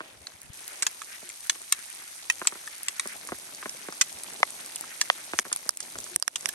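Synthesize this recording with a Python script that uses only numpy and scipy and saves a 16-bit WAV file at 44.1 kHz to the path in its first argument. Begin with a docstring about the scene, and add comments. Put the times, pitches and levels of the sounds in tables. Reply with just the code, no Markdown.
"""Light hail on a sandy, stony mountain slope, heard from a small camera.
At first, a little wind lies over a faint hiss, the superposition of countless far impacts.
After half a second the hiss steps up, then slowly thickens, while near pellets tick on hard gear
and stone (free vibration) and pat on cloth and sand (damped impact). From 4.4 s a few strike
the camera itself and excite its cavities, the hardest so strongly that its limiter ducks the hiss."""
import sys
import numpy as np
from scipy import signal
from scipy.fft import rfft, irfft
from scipy.io import wavfile
from scipy.ndimage import uniform_filter1d, minimum_filter1d

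SR = 44100
rng = np.random.default_rng(int(sys.argv[2]) if len(sys.argv) > 2 else 0)


def to_wav(sig):
    """Store sig (one row per channel, or 1-D mono) as 16-bit WAV at the path in sys.argv[1].

    Samples outside -1..1 are clipped; the rate is SR.
    """
    pcm = np.clip(np.atleast_2d(sig), -1, 1) * 32767
    pcm = np.round(pcm).astype(np.int16)
    wavfile.write(sys.argv[1], SR, pcm.T)  # frames by channels


N = 288414
HIT_SAMPLES = 4096
TIME, HIT_TIME = np.arange(N) / SR, np.arange(HIT_SAMPLES) / SR

# Modes of the hard shell, before each strike varies them: pitch_hz, level_db, t60_s
SHELL_MODES = [(1088,-1,0.025), (1383,-3,0.027), (1763,-14.5,0.029), (1950,2,0.03), (2315,8.5,0.014),
               (2740,4,0.021), (3383,-4,0.048), (3960,16.5,0.0071), (4420,2.5,0.015)]
# Spectrum of cracking ice: frequency_hz, gain_db
CRACK_SPECTRUM = [(200,-28), (700,-24.5), (1000,-9), (2500,-8.5), (5000,-3.5), (6500,1.5), (8700,-3.5),
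                  (10500,-15.5), (12000,-13), (16000,-66)]
# Pellets on hard gear and stone: start_s, shell_db, first_hz, first_db, second_hz, second_db,
# ring_lag_s, crack_db, whistle_hz, prominence_db, pan_db, crack_lag_s
HARD_IMPACTS = [(0.2692,-55,4070,-53,1620,-53,0,-35.5,4300,4.5,0,.00005),
                (0.823,-34.5,2260,-32.5,3350,-43,.00007,-24.5,8400,-4,0,-.0005),
                (0.8289,-53,2200,-50,1590,-37,0,-25.5,8300,1,-2,.0001),
                (.866,-34.5,2630,-31,1700,-39,0,-21,6380,-11,-1.5,.00029),
                (1.017,-42,1182,-42,1280,-41,0,-42,6000,-12,-4,.0001),
                (1.299,-46.5,2140,-53,2700,-60,0,-42,5970,-8,2,.0001),
                (1.496,-29,1757,-29,3430,-30,.00055,-19,4120,-8.5,-0.5,.0005),
                (1.723,-25,3890,-25.5,2160,-29.5,.00048,-17.5,8550,0,1,-.00057),
                (2.299,-26,1870,-21,2590,-19.5,-.00054,-24.5,6120,-7,-1,.00018),
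                (2.471,-28,3930,-32.5,2704,-36,0,-17,7980,1,-1.5,.00025),
                (2.6747,-45,1770,-37.5,1226,-46,.0001,-44.5,6050,-12,1,0),
                (2.8831,-34.5,2760,-31,2000,-40.5,.00018,-24.5,8060,1,0.5,-.00027),
                (2.9958,-31,2250,-33,3820,-32,.0005,-24,8450,4.5,-2.5,.00016),
                (4.0127,-31.5,2000,-24.5,3450,-30.5,.00052,-16.5,6650,-9,-3,-0.0033),
                (4.016,-37,2480,-32.5,4400,-41,0,-20,8070,-7,3,0.0063),
                (5.0124,-29.5,1700,-30,4440,-34.5,.00005,-19,6020,-6.5,-.5,.00009),
                (5.5272,-69,3550,-58,1950,-54,0,-22.5,9020,3.5,-2.5,.00023),
                (5.803,-61,1980,-45.5,2770,-54,0,-28.5,9430,-1.5,-6.5,.0002),
                (6.3573,-34,3620,-33,2790,-34,0,-19.5,3170,-3.5,-2.5,.00034),
                (6.4887,-49,1700,-39.5,3220,-45,.0006,-33,5200,-9,-7,-0.0037)]


def ticks(ring_t60_s=0.021, rise_s=0.0014, echo_db=-20, echo_s=0.01):
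    """Modal vibration: a pellet cracks and rings the shell; where it lands favours two modes."""
    out = np.zeros((2, N))
    onset = 1 - np.exp(-(HIT_TIME / rise_s) ** 2)
    for (start_s, shell_db, first_hz, first_db, second_hz, second_db, ring_lag_s,
         crack_db, whistle_hz, prominence_db, pan_db, crack_lag_s) in HARD_IMPACTS:
        modes = 0
        for hz, db, t60_s in SHELL_MODES:
            strength = amp(db + 2 * rng.standard_normal()) * rng.choice([-1, 1])
            modes += strength * ring(hz * rng.uniform(0.86, 1.025), t60_s)
        shell = amp(shell_db) * shaped(onset * modes, [(200, -8), (780, -5.5), (1030, -2.5)])
        rings = amp(first_db) * unit_hit(onset * ring(first_hz, ring_t60_s))
        rings += amp(second_db) * unit_hit(onset * ring(second_hz, ring_t60_s))
        whistle = amp(prominence_db) * unit_hit(onset * ring(whistle_hz, 0.0039))
        crack_gain = amp(crack_db) / np.hypot(1, amp(prominence_db))  # noise and whistle share energy
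        crack = crack_gain * (amp(-1) * shaped(crush(rise_s, 0.013), CRACK_SPECTRUM) + whistle)
        for hit, lag_s in (crack, crack_lag_s), (rings, ring_lag_s), (shell, 0):
            ground_echo = amp(echo_db) * delayed(hit, echo_s)
            place(out, start_s, hit + ground_echo, pan_db, lag_s)
        near_scatter = amp(-4) * crush_pair(rise_s, 0.032, CRACK_SPECTRUM)
        stone_scatter = amp(-17) * crush_pair(0.004, 0.06, CRACK_SPECTRUM)
        place(out, start_s, crack_gain * (near_scatter + stone_scatter), pan_db)
    return out


# Spectra of a pat's low thud and brief slap: frequency_hz, gain_db
THUD_SPECTRUM = [(25, -77), (90, -11.5), (220, 8.5), (380, 12.5), (700, 7.5), (1400, -20), (3000, -33)]
SLAP_SPECTRUM = [(200, -43.5), (600, -12), (1100, 9.5), (1600, 6.5), (2500, -3), (5000, -19), (12000, -84)]
# Dull pats on cloth and sand, and the low thud under some harder hits: start_s, thud_db, slap_db
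DULL_PATS = [(.005,-44,-33.5), (.823,-49.5,-44), (.866,-68,-36.5), (1.2271,-48.5,-67), (1.5563,-57,-48.5),
             (1.614,-61,-53), (1.7835,-60,-53), (2.019,-63,-50.5), (2.416,-38,-32), (2.452,-58,-40),
             (2.5227,-45.5,-40), (2.554,-51,-44), (3.056,-40,-38.5), (3.2886,-50,-37.5), (3.3199,-32,-34),
             (3.6273,-53,-37.5), (3.6573,-37,-33.5), (3.885,-36.5,-39.5), (3.924,-57,-39.5),
             (4.402,-44,-50), (4.839,-61,-43), (5.3343,-34,-29.5), (5.391,-38.5,-53), (5.4519,-47,-40),
             (5.464,-45.5,-44), (5.5166,-48,-37), (5.66,-47,-52), (5.955,-45.5,-39), (5.9854,-48,-50.5),
             (6.065,-63,-47), (6.162,-33.5,-56), (6.446,-51,-52)]


def pats(push_db=-1, echo_db=-7, echo_s=0.0063):
    """Damped impact: a soft push and slap, falling in pitch, with a reflection off the ground."""
    out = np.zeros((2, N))
    faint = [(start_s, db - 15, db) for start_s, db, _ in strays(per_s=3, over_db=-4, spread_db=6)]
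    for start_s, thud_db, slap_db in [*DULL_PATS, *faint]:
        crumble = amp(-8.5) * shaped(crush(0.00017, 0.032), SLAP_SPECTRUM)
        slap = unit_hit(pulse(SLAP_SPECTRUM) + crumble)
        rustles = amp(thud_db - 6) * crush_pair(0.001, 0.035, THUD_SPECTRUM)
        push = amp(push_db) * (amp(thud_db) * pulse(THUD_SPECTRUM) + amp(slap_db) * slap)
        push += amp(echo_db) * delayed(push, echo_s * rng.uniform(0.755, 1.043))
        pat = np.array([dispersed(push + rustle, cycles=0.881) for rustle in rustles])
        place(out, start_s, pat, pan_db=-0.5, lag_s=rng.uniform(-0.000049, 0.00024))
    return out


# Hollow modes of the camera case: ratio_to_knock_pitch, level_db, t60_s
CASE_MODES = [(.56, -8.5, 0.022), (1.1, -20, 0.048), (1.45, -6, .008)]
# Spectra of the knock and the click: ratio_to_own_pitch, gain_db
KNOCK_SPECTRUM = [(.07,-44), (.27,-42), (.45,-7), (.68,2.5), (.95,6.5), (1.25,9), (1.7,4), (2.8,-0.5),
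                  (4.5,-0.5), (8,-25.5), (14,-79)]
CLICK_SPECTRUM = [(.2,-18.5), (.55,-3), (.78,-14.5), (1,9), (1.35,-12), (1.8,-4), (3,-45)]
# Resonance of a microphone port's cavity: frequency_hz, gain_db
PORT_SPECTRUM = [(200,-17), (3000,-29), (6500,-18), (8000,6), (9300,4.5), (10800,-1), (12500,-12),
                 (16000,-40)]
# Pellets on the camera and its grip:
# start_s, knock_db, knock_hz, click_db, click_hz, port_db, pan_db, lag_s, notch_hz
CAMERA_IMPACTS = [(4.4303,-18,1005,-16.5,2040,-44,1.5,.00015,3900),
                  (5.1,-17.5,1090,-19,1845,-46,-3.5,.00016,5260),
                  (5.389,-20,1440,-22.5,6130,-35,7,-.00005,3900), (5.3956,-35,1620,-25.5,5920,-26,0,0,3650),
                  (5.6916,-25,1230,-18.5,5450,-16.5,-14.5,.0002,3480),
                  (6.161,-23,1480,-23,5800,-4.5,-15.5,.00016,4600),
                  (6.225,-21,1150,-12.5,4900,-16,-9,.00018,2180),
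                  (6.2789,-19.5,1310,-20.5,5630,-18,-16,-.0005,4730),
                  (6.4579,-35,1450,-32.5,5400,-37,-21,-.0005,4230)]


def knocks(echo_db=-13, echo_s=0.001712, notch_q=5):
    """Structure-borne sound: a blow knocks the hollow body, clicks in the case and rings both ports."""
    out = np.zeros((2, N))
    highpass = signal.butter(3, 400, "high", fs=SR, output="sos")
    for (start_s, knock_db, knock_hz, click_db, click_hz,
         port_db, pan_db, lag_s, notch_hz) in CAMERA_IMPACTS:
        hollow = sum(amp(db) * unit_hit(ring(ratio * knock_hz, t60)) for ratio, db, t60 in CASE_MODES)
        body = unit_hit(HIT_TIME == 0) + amp(-19.5) * hollow
        body = shaped(body, [(ratio * knock_hz, db) for ratio, db in KNOCK_SPECTRUM])
        knock = amp(knock_db) * dispersed(body, cycles=0.907)
        snap = crush(0.00005, 0.0076) + amp(-23.5) * unit_hit(ring(click_hz, 0.00098))
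        click = amp(click_db) * shaped(snap, [(ratio * click_hz, db) for ratio, db in CLICK_SPECTRUM])
        notch = signal.iirnotch(notch_hz, notch_q, SR)  # two paths through the case cancel
        for hit, side_db in (knock, pan_db), (click, 0.95 * pan_db):
            hit = signal.lfilter(*notch, signal.sosfilt(highpass, hit))
            place(out, start_s, hit + amp(echo_db) * delayed(hit, echo_s), side_db, lag_s)
        place(out, start_s, amp(port_db) * crush_pair(0.00013, 0.0047, PORT_SPECTRUM))
    return out


# Tiny bright pips, alone or as the high edge of a louder tick: start_s, level_db, pitch_hz
BRIGHT_PIPS = [(.4169,-43.5,9800), (.4315,-50,10000), (.5338,-48,10000), (.6056,-45,9800), (.642,-47,6530),
               (.679,-36,9900), (.83,-35,10400), (1.2916,-38,9500), (1.4707,-40,10000), (1.6178,-40,10000),
               (1.7248,-24.5,10600), (1.915,-49.5,3120), (2.2254,-48,6350), (2.301,-31.5,9500),
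               (2.3232,-38,9800), (2.8321,-33.5,10200), (3.0739,-32.5,10300), (3.2733,-38.5,9600),
               (3.289,-50,6500), (3.548,-41,7200), (3.6942,-34.5,6000), (3.9246,-42,6000),
               (4.0944,-42,7800), (4.2352,-35,10600), (4.3346,-41,7800), (4.5048,-38,9500),
               (4.5751,-51,10300), (4.6614,-40,10300), (4.7593,-31,9900), (4.7637,-42.5,3360),
               (4.81,-32.5,10800), (5.5617,-28,9400), (5.7065,-34,9100), (5.772,-25,10100),
               (5.8287,-41,6040), (5.9863,-34.5,8100), (6.0029,-38,9000), (6.0417,-38,8600),
               (6.1988,-23.5,9500), (6.2338,-32,5200), (6.409,-39,8450), (6.4898,-29.5,10700)]


def pips():
    """Short contact gives a high spectrum: tiny bright pips among many fainter ones."""
    out = np.zeros((2, N))
    faint = [(start_s, db, 1800 * 6 ** chance)
             for start_s, db, chance in strays(per_s=36, over_db=-2, spread_db=3)]
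    for start_s, db, hz in [*BRIGHT_PIPS, *faint]:
        spectrum = [(hz / 4, -24), (hz * 0.59, -13), (hz, 0), (hz * 1.31, -19), (hz * 2, -32)]
        pip = amp(db) * shaped(crush(0.00013, 0.007), spectrum)
        place(out, start_s, pip, lag_s=rng.uniform(0.00002, 0.00008))
    return out


def strays(per_s, over_db, spread_db):
    """Random arrivals whose level follows the far hail: start_s, level_db, chance (0 to 1)."""
    draws = rng.random((400, 3))[:int(per_s * N / SR)]
    middle_db = hail_levels_db()[0]
    return [(when * N / SR, middle_db[int(when * N)] + over_db + spread_db * strength, chance)
            for when, strength, chance in draws]


# Spectrum of the far hail: frequency_hz, gain_db
HISS_SPECTRUM = [(30,-25), (130,-2.5), (360,3), (470,-1.5), (600,2), (900,2), (1650,-2.5), (2250,2.5),
                 (3050,0.7), (3900,2), (5200,0.5), (6200,3.5), (7300,0), (8500,5.5), (9200,11.5),
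                 (10400,-4), (11600,5.5), (13200,-29), (16000,-20)]
# Low roar under the hiss: time_s, level_db
ROAR_LEVELS = [(0, -63.5), (1.1, -64.5), (2, -64), (2.95, -63), (3.2, -56.5), (4.6, -54), (5.25, -58.5),
               (5.6, -58.5), (6.54, -53.5)]


def far_hail(per_s_at_4khz=1000, spread_db=3, waver_db=(1.1, 0.8, 0.55)):
    """Incoherent superposition: the whole slope merges into noise; nearer pellets add pitched grains."""
    grains, pitches = np.zeros((2, N)), np.geomspace(500, 12000, num=24)
    for hz in pitches:
        sizes = amp(spread_db * np.minimum(rng.exponential(1, (2, N)), 5))
        lands = rng.random((2, N)) < per_s_at_4khz * hz / 4000 / len(pitches) / SR
        grains += signal.oaconvolve(sizes * lands, unit_hit(ring(hz, 7 / hz))[None], axes=1)[:, :N]
    hiss = coloured(port_pair(rng.standard_normal((2, N)) + amp(1) * unit_rms(grains)), HISS_SPECTRUM)
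    hz = np.fft.rfftfreq(N, 1 / SR)
    above_low, above_mid = (1 / (1 + (edge_hz / (hz + 1)) ** 6) for edge_hz in (900, 4000))
    bands = 1 - above_low, above_low - above_mid, above_mid
    levels_db = np.interp(TIME, *np.transpose(ROAR_LEVELS)), *hail_levels_db()
    return sum(amp(level_db + depth_db * drift(rate_hz=5)) * unit_rms(irfft(rfft(hiss) * band, N))
               for band, level_db, depth_db in zip(bands, levels_db, waver_db))


# Steps in the level of the far hail: start_s, middle_db, high_db
HAIL_STEPS = [(0, -61, -54.5), (.533, -55.5, -45), (5.43, -55, -44.5)]


def hail_levels_db(growth_db_per_s=(0.82, 0.46)):
    """Powers add: after each step, the middle and high bands grow as the hail thickens."""
    levels_db = np.zeros((2, N))
    for start_s, *start_db in HAIL_STEPS:
        after = TIME >= start_s
        growth_db = np.outer(growth_db_per_s, TIME[after] - start_s)
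        levels_db[:, after] = np.array(start_db)[:, None] + growth_db
    return levels_db


# Strength of the hail on gravel: time_s, level_db
GRAVEL_LEVELS = [(.45, -64.5), (.62, -54), (.85, -51.5), (1.1, -59), (1.55, -58.5), (2, -54), (2.3, -63),
                 (2.7, -52), (3.13, -53), (3.4, -56), (4.7, -58.5), (5, -55.5), (5.4, -53), (5.6, -62)]
# Spectrum of the gravel: frequency_hz, gain_db
GRAVEL_SPECTRUM = [(600, -23), (1500, 0), (2200, 3), (3000, -4), (6000, -14)]


def gravel(per_s=900, spread_db=0, ring_cycles=14, flurry_db=4):
    """Shot noise: pellets land on loose gravel in flurries; each stone clicks at its own pitch."""
    clicks, pitches = np.zeros((2, N)), np.geomspace(1300, 3400, num=16)
    for hz in pitches:
        sizes = amp(spread_db * np.minimum(rng.exponential(1, (2, N)), 4))
        lands = rng.random((2, N)) < per_s / len(pitches) / SR
        stone = unit_hit(ring(hz, ring_cycles / hz))
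        clicks += signal.oaconvolve(sizes * lands, stone[None], axes=1)[:, :N]
    level_db = np.interp(TIME, *np.transpose(GRAVEL_LEVELS)) + flurry_db * drift(rate_hz=14)
    return amp(level_db) * unit_rms(coloured(port_pair(clicks), GRAVEL_SPECTRUM))


# Soft low buffets on the ports; wind at first, later dull thuds and bumps: middle_s, length_s, level_db
LOW_BUFFETS = [(.18, 0.2, -60), (.35, 0.048, -60), (.46, 0.082, -57), (.503, 0.025, -44),
               (3.335, 0.075, -55.5), (4.16, 0.049, -61), (5.35, 0.088, -59.5), (5.99, 0.14, -57),
               (6.172, 0.044, -47)]


def buffets(breeze_db=-77, lumps_db=1.5):
    """Low-frequency pressure fluctuation: soft buffets on the ports, over a light uneven breeze."""
    spectrum = [(15, -30), (40, -8), (70, 5.5), (110, 1.5), (160, -8), (260, -10), (800, -47),
                (4000, -80)]
    rumble = port_noise(spectrum)
    breeze = amp(breeze_db + lumps_db * drift(rate_hz=19))
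    return (swells(LOW_BUFFETS) + breeze) * rumble


# Soft swishes: middle_s, length_s, level_db
SWISH_SWELLS = [(.03, 0.45, -51.5), (.77, 0.7, -53), (2.5, 0.86, -56), (5.52, 0.57, -60), (6.04, 0.31, -60)]
# Their spectrum: frequency_hz, gain_db
SWISH_SPECTRUM = [(60, -14), (220, -17), (350, 0.5), (750, 2), (1200, -3), (3000, -1.5), (9000, -28)]


def swishes():
    """Amplitude modulation: dull noise swells and fades a few times."""
    return swells(SWISH_SWELLS) * port_noise(SWISH_SPECTRUM)


# Brief low hums: start_s, length_s, level_db
HUM_SWELLS = [(1.22, 0.089, -62), (6.107, 0.045, -51)]


def hums(pitch_hz=355):
    """Simple harmonic motion: a pure tone swells and fades twice."""
    envelope = 0
    for start_s, length_s, db in HUM_SWELLS:
        progress = np.clip((TIME - start_s) / length_s, 0, 1)
        envelope += amp(db) * np.sqrt(abs(np.sin(np.pi * progress)))
    return envelope * np.sqrt(2) * np.sin(2 * np.pi * pitch_hz * TIME)


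# Likeness of the background at the two ports: frequency_hz, correlation
PORT_CORRELATION = [(60,0.56), (210,0.83), (640,0.15), (1400,0.12), (2700,-0.12), (6400,0.33), (9800,-0.69),
                    (11200,0.098)]


def port_pair(x):
    """Spatial coherence: two unrelated signals become alike in the bass, as at two nearby ports."""
    left, other = rfft(x)
    correlation = np.clip(log_lookup(PORT_CORRELATION, np.fft.rfftfreq(N, 1 / SR)), -1, 1)
    right = correlation * left + np.sqrt(1 - correlation ** 2) * other
    return irfft(np.array([left, right]), N)


def port_noise(spectrum):
    """Partly coherent stereo noise with this spectrum, at rms 1."""
    return unit_rms(coloured(port_pair(rng.standard_normal((2, N))), spectrum))


def ring(hz, t60_s):
    """Damped oscillation of one mode."""
    return np.sin(2 * np.pi * hz * HIT_TIME) * np.exp(-np.log(1000) * HIT_TIME / t60_s)


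def crush(rise_s, t60_s):
    """Brittle fracture: ice crumbles in a very short burst of noise."""
    envelope = (1 - np.exp(-(HIT_TIME / rise_s) ** 2)) * np.exp(-np.log(1000) * HIT_TIME / t60_s)
    return unit_hit(rng.standard_normal(HIT_SAMPLES) * envelope)


def crush_pair(rise_s, t60_s, spectrum):
    """Incoherence: each port hears its own filtered burst."""
    return np.array([shaped(crush(rise_s, t60_s), spectrum) for _ in range(2)])


def pulse(spectrum):
    """Minimum phase: the shortest causal pulse with this spectrum."""
    log_gain = np.log(amp(log_lookup(spectrum, abs(np.fft.fftfreq(HIT_SAMPLES, 1 / SR)))))
    return unit_hit(np.fft.ifft(np.exp(signal.hilbert(log_gain).conj())).real)


def shaped(hit, spectrum):
    """Convolution: a hit passes through a body with this spectrum."""
    return unit_hit(signal.fftconvolve(hit, pulse(spectrum))[:HIT_SAMPLES])


def dispersed(hit, cycles):
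    """Dispersion: each frequency is about this many of its own cycles late, so the pitch falls."""
    size = 4 * HIT_SAMPLES
    phase = -2 * np.pi * cycles * np.log(np.fft.rfftfreq(size, 1 / SR) + 60)
    return irfft(rfft(hit, size) * np.exp(1j * phase))[:HIT_SAMPLES]


def delayed(hit, delay_s):
    """Travel time shifts a hit later."""
    return np.pad(hit, (max(round(delay_s * SR), 0), 0))[:HIT_SAMPLES]


def place(mix, start_s, sound, pan_db=0, lag_s=0):
    """Direction cues: the left port hears a hit pan_db louder, the right port lag_s later."""
    stereo = np.broadcast_to(sound, (2, HIT_SAMPLES))
    for channel, side in enumerate((1, -1)):
        first = max(round((start_s - side * lag_s / 2) * SR), 0)
        part = mix[channel, first:first + HIT_SAMPLES]
        part += amp(side * pan_db / 2) * stereo[channel, :len(part)]


def coloured(x, spectrum):
    """Zero-phase filtering by a spectrum table."""
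    return irfft(rfft(x) * amp(log_lookup(spectrum, np.fft.rfftfreq(N, 1 / SR))), N)


def log_lookup(points, hz):
    """Interpolation on a log-frequency axis."""
    points_hz, values = np.transpose(points)
    return np.interp(np.log(hz + 1), np.log(points_hz + 1), values)


def drift(rate_hz):
    """Random fluctuation: low-passed noise of rms 1."""
    hz = np.fft.rfftfreq(2 * N, 1 / SR)
    return unit_rms(irfft(rfft(rng.standard_normal(2 * N)) / (1 + (hz / rate_hz) ** 4))[:N])


def swells(rows):
    """A sum of raised-cosine envelopes."""
    return sum(amp(db) * np.cos(np.pi * np.clip((TIME - middle_s) / length_s, -0.5, 0.5)) ** 2
               for middle_s, length_s, db in rows)


def amp(db):
    """Decibels to gain."""
    return 10 ** (np.asarray(db) / 20)


def unit_rms(x):
    """Power normalisation to rms 1."""
    return x / np.sqrt(np.mean(x ** 2) + 1e-20)


def unit_hit(x):
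    """Energy normalisation to that of 10 ms at rms 1."""
    return x * np.sqrt(SR / 100 / (np.sum(x ** 2) + 1e-20))


def scene(dip_middle_s=5.436, dip_length_s=0.036, lost_part_db=-1.5):
    """Linear superposition: near impacts and buffets over far hail and gravel, whose level dips once."""
    dip = 1 - swells([(dip_middle_s, dip_length_s, lost_part_db)])
    bed = (far_hail() + gravel()) * dip
    return ticks() + pats() + knocks() + bed + buffets() + swishes() + hums() + pips()


def record(dry, ceiling_db=-1, hold_s=0.083, recovery_db_per_s=150, cutoff_hz=16500):
    """Peak limiting: the gain drops just ahead of a peak, holds and recovers; a low-pass follows."""
    over_db = np.maximum(20 * np.log10(abs(dry).max(0) + 1e-9) - ceiling_db, 0)
    hold_samples = 2 * int(hold_s * SR / 2) + 1
    held_db = -minimum_filter1d(-over_db, hold_samples, origin=hold_samples // 2)
    recovery_db = TIME * recovery_db_per_s
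    duck_db = np.maximum.accumulate(held_db + recovery_db) - recovery_db
    duck_db = uniform_filter1d(-minimum_filter1d(-duck_db, size=61), size=61)  # smooth look-ahead
    lowpass = signal.firwin(511, cutoff_hz, window=("kaiser", 9), fs=SR)
    return signal.oaconvolve(dry * amp(-duck_db), lowpass[None], "same", axes=1)


dry = scene()
out = record(dry)
to_wav(out)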